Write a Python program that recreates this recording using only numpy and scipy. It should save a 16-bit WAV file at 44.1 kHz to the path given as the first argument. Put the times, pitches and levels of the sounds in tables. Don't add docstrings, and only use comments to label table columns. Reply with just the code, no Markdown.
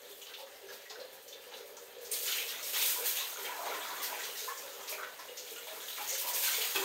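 import sys
import numpy as np
from scipy import signal
from scipy.io import wavfile
from scipy.ndimage import uniform_filter1d

SR = 44100
rng = np.random.default_rng(int(sys.argv[2]) if len(sys.argv) > 2 else 0)


def master(y):
    cut = np.clip(np.atleast_2d(y).T, -1, 1)
    pcm = np.round(cut * 32767)
    wavfile.write(sys.argv[1], SR, pcm.astype(np.int16))


N = 301644
TIME = np.arange(N) / SR
RING = np.arange(SR // 4) / SR


def amp(db):
    return 10 ** (np.asarray(db) / 20)


def evened(x):
    return x / np.sqrt(np.mean(x ** 2) + 1e-20)


def read(points, hz):
    f, value = np.transpose(points)
    return np.interp(np.log(hz + 1), np.log(f + 1), value)


def add(mix, s, sound):
    part = mix[max(round(s * SR), 0):][:len(sound)]
    part += sound[:len(part)]


def colour(x, db_at, size=4096):
    hz = abs(np.fft.fftfreq(size, 1 / SR))
    log_gain = np.log(amp(np.maximum(db_at(hz), -100)))
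    taps = np.fft.ifft(np.exp(np.conj(signal.hilbert(log_gain)))).real
    return signal.oaconvolve(x, taps[:size // 2])[:len(x)]


def wander(depth_db, per_s):
    steps = rng.standard_normal(1024)
    return amp(depth_db * np.interp(TIME * per_s, np.arange(len(steps)), steps))


def surges(rows, release_s):
    t = TIME[::32]
    power = 0
    for start, attack_s, length, db in rows:
        rise = np.clip((t - start) / attack_s, 0, 1)
        fall = np.exp(-np.maximum(t - start - length, 0) / release_s)
        power = power + (amp(db) * rise * fall) ** 2
    return np.interp(TIME, t, np.sqrt(power))


def together(*gains):
    return np.sqrt(sum(gain ** 2 for gain in gains))


# pitch_hz [Hz], fade_s [s]
ECHO_FADE = [(200, 0.15), (450, 0.56), (1000, 0.31), (3000, 0.37), (7000, 0.3), (15000, 0.25)]


def room(x, direct):
    taps = rng.standard_normal(len(RING)) * (rng.random(len(RING)) < 1 / 8) * (RING > .002)
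    hz, t, z = signal.stft(taps, SR, nperseg=256)
    fading = amp(-60 * t / read(ECHO_FADE, hz)[:, None])
    tail = signal.istft(z * fading, SR, nperseg=256)[1]
    return direct * x + signal.oaconvolve(x, tail / np.linalg.norm(tail))[:len(x)]


def scattered(x, direct, count=5):
    x = np.concatenate([x[-len(RING):], x])
    place = np.repeat(rng.integers(0, count, len(x) // 256 + 1), 256)[:len(x)]
    heard = 0
    for k in range(count):
        share = uniform_filter1d((place == k) * 1., size=128)
        heard = heard + room(x * np.sqrt(abs(share)), direct)
    return evened(heard[len(RING):])


def event(sound, db, direct):
    heard = room(np.pad(sound, (0, len(RING) - len(sound))), direct)
    return amp(db) * heard / np.sqrt(np.mean(heard[:SR // 25] ** 2) + 1e-20)


def impacts(per_s, spread_db, size=N):
    chance = rng.random(size)
    strength = rng.exponential(1, size)
    sign = rng.choice([-1, 1], size)
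    return (chance < per_s / SR) * sign * amp(spread_db * np.minimum(strength, 4))


def drops(spectrum, per_s, spread_db):
    return evened(colour(impacts(per_s, spread_db), lambda hz: read(spectrum, hz)))


def bubble(hz, cycles, rise):
    life = cycles / hz
    t = np.arange(0, min(6 * life, .2), 1 / SR)
    turns = hz * (t + rise * t ** 2 / (2 * life))
    return np.sin(2 * np.pi * turns) * np.exp(-t / life) * (1 - np.exp(-t * hz))


def froth(spectrum, per_s, spread_db, cycles, rise, count=28):
    births = impacts(per_s, spread_db)
    kind = rng.integers(0, count, N)
    rings = []
    for hz in np.geomspace(spectrum[0][0], spectrum[-1][0], count):
        ring = bubble(hz, cycles, rise)
        rings.append(amp(read(spectrum, hz)) * np.sqrt(hz) * ring / np.linalg.norm(ring))
    out = np.zeros(N)
    for at in np.flatnonzero(births):
        add(out, at / SR, births[at] * rings[kind[at]])
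    return evened(out)


# pitch_hz [Hz], level_db [dB]
SPATTER_COLOUR = [(600, 5), (900, 2.5), (1250, -0.5), (1600, 3), (2200, -0.5), (3400, 0), (4800, -4),
                  (6500, -15.5), (9000, -2.5)]


def patter():
    ticks = drops(SPATTER_COLOUR, per_s=1100, spread_db=6)
    bubbles = froth(SPATTER_COLOUR, per_s=900, spread_db=0.0, cycles=5.84, rise=0.0746, count=20)
    gain = amp(-57.5) * wander(depth_db=2.5, per_s=11)
    return gain * scattered(ticks + 0.88 * bubbles, direct=0.67, count=4)


# pitch_hz [Hz], width_hz [Hz], level_db [dB]
HOLLOW = [(401, 6.4, 1.5), (450, 31, -5.5), (485, 12, 4), (550, 27, -11.5)]
# start_s [s], length_s [s], level_db [dB]
GURGLES = [(0, .14, -56), (0.576, .17, -56), (0.954, 0.063, -50.5), (1.256, 0.058, -56), (1.5, 0.24, -56.5),
           (1.8, .7, -55.5), (2.602, .22, -58), (2.977, .06, -46), (3.346, .38, -53), (3.95, 0.37, -57.5),
           (4.424, 0.71, -56.5), (5.257, 0.36, -58.5), (6.315, 0.084, -50.5)]


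def gurgle():
    spells = surges([(s, 0.019, length, db) for s, length, db in GURGLES], release_s=.05)
    gain = together(amp(-60.5), spells)
    gulps = froth([(385, -0.96), (640, -1.1)], per_s=240, spread_db=2.5, cycles=4.66, rise=0.051, count=10)

    def hollow(hz):
        power = sum(amp(db) ** 2 / (1 + (2 * (hz - f) / width) ** 2) for f, width, db in HOLLOW)
        return 10 * np.log10(power)

    return gain * evened(colour(scattered(gulps, direct=0.97, count=3), hollow))


# start_s [s], pitch_hz [Hz], level_db [dB]
BUBBLES = [(.098, 399, -52), (.395, 541, -50.5), (.63, 387, -50.5), (0.685, 1633, -49.5),
           (.808, 557, -59.5), (0.855, 1880, -54), (.899, 429, -51.5), (.954, 1520, -53), (1.012, 506, -50),
           (1.325, 3530, -49), (1.347, 479, -50), (1.464, 485, -51), (1.602, 439, -51), (1.72, 458, -54),
           (1.964, 474, -47.5), (2.079, 424, -50.5), (2.406, 457, -51), (2.8, 476, -50),
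           (2.959, 955, -47.5), (3.02, 485, -47), (3.207, 1066, -47.5), (3.448, 3130, -46),
           (3.585, 685, -45.5), (3.667, 934, -46), (3.698, 417, -46), (3.717, 1372, -44.5),
           (3.74, 1035, -46), (3.85, 1300, -49), (4.117, 830, -48), (4.189, 1550, -48), (4.197, 1938, -49),
           (4.416, 473, -48), (4.475, 1015, -40.5), (4.484, 1713, -44.5), (4.497, 1070, -41),
           (4.63, 548, -53.5), (4.922, 609, -48), (4.923, 2380, -43.5), (5.029, 1484, -44.5),
           (5.189, 1050, -52), (5.283, 2830, -51.5), (5.29, 486, -45.5), (5.398, 483, -49.5),
           (5.513, 461.5, -45.5), (5.56, 2830, -49.5), (5.562, 1394, -50.5), (5.676, 627, -51.5),
           (5.727, 442, -54), (6.0, 830, -47), (6.119, 533.6, -45), (6.272, 935, -46), (6.345, 547, -51.5),
           (6.477, 1510, -41.5), (6.529, 2130, -42), (6.578, 463, -41.5)]


def plops():
    out = np.zeros(N)
    for s, hz, db in BUBBLES:
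        ring = bubble(hz, cycles=10 + hz / 300, rise=0.016)
        t = RING[:len(ring)]
        ring = ring * (1 - np.exp(-t / .003))
        burst = rng.standard_normal(len(t)) * t * np.exp(-t / 0.0066)
        near_pitch = lambda f: -24 * np.log10(1 + (np.log2((f + 1) / hz) / 0.35) ** 2)
        burst = colour(burst, near_pitch, size=1024)
        wetness = .85 * min(hz / 1500, 1.4)
        add(out, s, event(evened(ring) + wetness * evened(burst), db - 3.5, direct=1.0))
    return out


# start_s [s], level_db [dB], hollow_db [dB]
KNOCKS = [(6.749, -40.5, -16), (6.7592, -34, -11.5), (6.78, -41, -2)]
# pitch_hz [Hz], level_db [dB], fade_s [s]
PLASTIC = [(274, -19, 0.058), (391, 13, 0.16), (970, -12, 0.024), (1136, 0, 0.065), (1520, 3, 0.031),
           (1840, -1, 0.065), (2600, 8, 0.031), (3300, 9, 0.017), (4070, -16, 0.033), (4720, 7, 0.012)]


def knocks():
    out = np.zeros(N)
    for s, db, hollow_db in KNOCKS:
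        ring = 0
        for hz, level, fade_s in PLASTIC:
            decay = amp(level + hollow_db * (hz < 500) - 60 * RING / fade_s)
            ring = ring + decay * np.sin(2 * np.pi * (hz * RING + rng.random() / 2))
        crack = 4.1 * rng.standard_normal(len(RING)) * np.exp(-RING / 0.0039)
        add(out, s, event(ring + crack, db, direct=0.7))
    return out


# start_s [s], level_db [dB], centre_hz [Hz], width_octaves [octaves], decay_s [s]
SPLATS = [(.044, -60.5, 3600, .22, 0.013), (.1, -58, 3500, 0.1, .025), (.212, -53, 2920, .18, 0.0065),
          (.215, -56, 6850, .25, 0.009), (.266, -53.5, 3200, 0.31, 0.0086), (.289, -58.5, 1380, .5, .03),
          (0.336, -48.5, 3300, .36, 0.0064), (0.382, -57, 840, 0.27, 0.024),
          (.392, -54.5, 3300, 0.5, 0.012), (.466, -60, 1500, .6, .009), (.68, -57.5, 5040, 0.46, 0.021),
          (.728, -56, 4230, 0.52, .01), (.81, -59, 3000, .7, 0.021), (.897, -49, 4500, 0.48, .007),
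          (.904, -54, 920, 0.68, 0.018), (.998, -53.5, 4100, 0.22, .009), (1.277, -52, 5900, 1, .015),
          (1.512, -53.5, 1090, 0.97, 0.037), (1.537, -51, 3360, .27, .004), (1.57, -55.5, 5000, 1, 0.0082),
          (1.766, -53.5, 6500, .44, 0.0051), (1.77, -60, 1060, 0.29, 0.0068), (2.046, -50, 6300, 1, 0.022),
          (2.113, -31.5, 9060, 0.19, 0.0093), (2.134, -45, 4440, .22, 0.01),
          (2.272, -39.5, 3300, 0.62, 0.015), (2.321, -39, 3460, 0.4, 0.0035),
          (2.38, -38.5, 2720, 0.38, .009), (2.627, -42, 6700, 0.8, 0.01), (2.732, -42.5, 2880, 1, 0.013),
          (2.811, -39.5, 3300, 1, 0.007), (3.159, -43, 3300, 0.28, 0.025), (3.2, -47, 3140, 0.37, 0.011),
          (3.447, -46.5, 2440, .56, 0.0085), (3.655, -43, 650, 0.91, 0.02), (3.735, -46, 2320, 0.83, 0.02),
          (4.03, -43.5, 4150, 1, 0.022), (4.125, -46, 2190, .5, 0.039), (4.233, -44, 4070, 0.75, .008),
          (4.365, -43.5, 5630, 1, 0.077), (4.573, -48.5, 6500, 0.23, 0.0047),
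          (4.875, -44.5, 4160, 1, 0.022), (4.979, -46.5, 1260, 0.18, 0.019), (5.03, -49, 1960, 0.57, .008),
          (5.189, -52.5, 4400, 1, 0.016), (5.369, -45, 5460, 0.79, 0.024), (5.47, -54.5, 3300, 0.37, 0.019),
          (5.67, -51, 3730, 0.22, .015), (5.974, -53, 1470, 0.99, 0.032), (6.088, -39.5, 6530, .2, 0.017),
          (6.125, -38.5, 6500, 0.73, .012), (6.175, -48.5, 3660, 0.46, .008),
          (6.332, -40, 6960, 0.57, 0.011), (6.434, -40, 3600, 0.79, 0.028),
          (6.542, -41.5, 3320, 0.26, 0.0069), (6.617, -39.5, 3300, 0.44, .012)]


def splats():
    out = np.zeros(N)
    for s, db, centre, width, decay in SPLATS:
        ticks = impacts(per_s=7200, spread_db=2.5, size=len(RING)) * np.exp(-RING / decay)
        ticks = ticks * (1 - np.exp(-RING / 0.0029))

        def pocket(hz):
            peak = -18 * np.log10(1 + (np.log2((hz + 1) / centre) / width) ** 2)
            return peak - 30 / (1 + (hz / 250) ** 2)

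        add(out, s, event(colour(ticks, pocket), db - .5, direct=0.74))
    return out


# time_s [s], flow_db [dB]
RUNOFF = [(0, -56), (1.05, -59.5), (2.08, -57.5), (2.3, -46.5), (3.25, -44), (3.75, -45.5), (4.25, -43.5),
          (4.75, -48.5), (5.1, -53.5), (5.6, -49), (6.1, -41.5), (6.3, -43), (6.84, -37.5)]


def runoff_flow():
    return amp(np.interp(TIME, *np.transpose(RUNOFF))) * wander(depth_db=0.33, per_s=16)


# start_s [s], level_db [dB]
FLICKS = [(.085, -50), (.165, -52.5), (.37, -51.5), (.72, -50), (1.12, -54), (1.21, -57), (1.41, -53),
          (1.55, -58), (1.65, -52.5), (1.81, -57), (2.005, -49.5), (3.27, -45), (3.42, -42), (4.015, -36),
          (4.35, -47), (4.45, -46), (4.575, -48), (4.7, -61), (4.882, -38), (5.5, -48), (5.87, -44),
          (6.07, -37.5), (6.172, -32.5), (6.26, -34.5)]


def flick_flow():
    attack_s, length_s, release_s = 0.012, 0.037, 0.049
    return surges([(s, attack_s, length_s, db) for s, db in FLICKS], release_s)


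# start_s [s], length_s [s], spray_db [dB], slap_db [dB]
SHEETS = [(2.103, 0.24, -36, -48.5), (2.231, 0.16, -39, -41), (2.456, .04, -42, -42.5),
          (2.64, 0.12, -37.5, -60), (2.718, 0.11, -33.5, -39), (2.795, 0.13, -30, -44),
          (3.029, 0.066, -31, -39.5), (3.138, 0.046, -36.5, -41.5), (6.324, 0.12, -30.5, -52),
          (6.407, .12, -32, -38.5), (6.58, 0.075, -36.5, -42)]


def sheet_flows():
    attack_s = 0.033
    spray_flow = surges([(s, attack_s, length, db) for s, length, db, _ in SHEETS], release_s=0.093)
    slap_flow = surges([(s, attack_s, length, db) for s, length, _, db in SHEETS], release_s=0.072)
    return spray_flow, slap_flow * wander(depth_db=0.5, per_s=45)


# pitch_hz [Hz], level_db [dB]
SPRAY_COLOUR = [(800, -47), (2500, -9.5), (4500, -6.5), (6500, -7.5), (9000, 4), (12000, 0), (16000, 1)]


def spray():
    return scattered(drops(SPRAY_COLOUR, per_s=1600, spread_db=4.5), direct=0.15, count=7)


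# pitch_hz [Hz], level_db [dB]
SLAP_COLOUR = [(500, -17.5), (1200, -4), (2200, -0.5), (3700, 1.5), (5000, -9), (6600, 0), (9000, -9)]


def slap():
    ticks = drops(SLAP_COLOUR, per_s=1100, spread_db=5)
    bubbles = froth(SLAP_COLOUR, per_s=600, spread_db=2.5, cycles=8.0, rise=0.0995, count=40)
    clumps = evened(uniform_filter1d(rng.standard_normal(N), size=500))
    return scattered((ticks + 1.5 * bubbles) * amp(2.5 * clumps), direct=0.6, count=4)


# start_s [s], swell_s [s], length_s [s], level_db [dB]
CHURNS = [(2.25, 0.032, 0.042, -61), (2.57, 0.022, .05, -53), (2.73, 0.018, 0.31, -54),
          (3.15, 0.33, 0.64, -46.5), (3.655, .01, 0.053, -47), (3.8, 0.058, .39, -48),
          (4.26, 0.024, 0.025, -56), (4.57, 0.017, 0.34, -55), (4.9, 0.013, 0.18, -53),
          (5.18, 0.018, 0.041, -54), (5.66, 0.013, 0.12, -53), (5.975, 0.0093, 0.022, -45),
          (6.2, .06, 0.14, -48.5), (6.42, 0.047, 0.27, -52), (6.75, 0.0046, 0.011, -41.5)]
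# pitch_hz [Hz], level_db [dB]
CHURN_COLOUR = [(350, -13.5), (550, -7.5), (750, -4.5), (1000, -2), (1500, -6.5), (2200, -9.5)]


def churn():
    bubbles = froth(CHURN_COLOUR, per_s=320, spread_db=2.8, cycles=6.5, rise=.08, count=30)
    ticks = drops(CHURN_COLOUR, per_s=350, spread_db=5)
    return scattered(bubbles + .6 * ticks, direct=0.61, count=3)


# pitch_hz [Hz], level_db [dB]
THUD_COLOUR = [(25, -30), (70, -7.5), (130, -3), (200, -7), (280, 10), (340, 5.5), (500, 3), (1000, -37.5)]


def thud():
    return evened(room(drops(THUD_COLOUR, per_s=700, spread_db=4.5), direct=0.39))


def pour():
    runoff = runoff_flow()
    sheet_spray, sheet_slap = sheet_flows()
    spray_gain = together(runoff, sheet_spray, flick_flow())
    slap_gain = together(amp(-4) * runoff, sheet_slap)
    churn_gain = surges(CHURNS, release_s=0.089)
    thud_gain = together(amp(-73.5), amp(-15) * churn_gain, amp(-26.5) * slap_gain)
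    return spray_gain * spray() + slap_gain * slap() + churn_gain * churn() + thud_gain * thud()


# pitch_hz [Hz], level_db [dB]
STANDING = [(150, -2), (260, -2), (295, -5), (322, 1), (345, -7), (368, -6.5), (392, 1), (450, -3),
            (485, -5), (515, -2), (545, 1), (640, 0.5), (685, 2), (725, -1), (775, 2), (850, 0.5), (975, 2),
            (1100, -1.5), (1300, -0.5)]


def scene():
    mix = tap_and_bath = patter() + gurgle() + plops() + knocks() + splats() + pour()
    mix = colour(mix, lambda hz: read(STANDING, hz), size=8192)
    return np.array([mix, mix])


# pitch_hz [Hz], level_db [dB]
MICROPHONE = [(20, -18), (60, -6.5), (130, -4), (250, 1.5), (5500, 2), (6600, 4), (7900, -4.5), (8100, 0),
              (8800, -5), (9900, -9), (11000, -4), (11850, -3), (12080, 2.5), (15500, 0.5)]
EDGE_HZ = 15750


def record(dry):
    coloured = colour(dry.mean(axis=0), lambda hz: read(MICROPHONE, hz))
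    lowpass = signal.firwin(601, EDGE_HZ, window=("kaiser", 8), fs=SR)
    limited = signal.oaconvolve(coloured, lowpass, "same")
    return np.array([limited, limited])


dry = scene()
out = record(dry)
master(out)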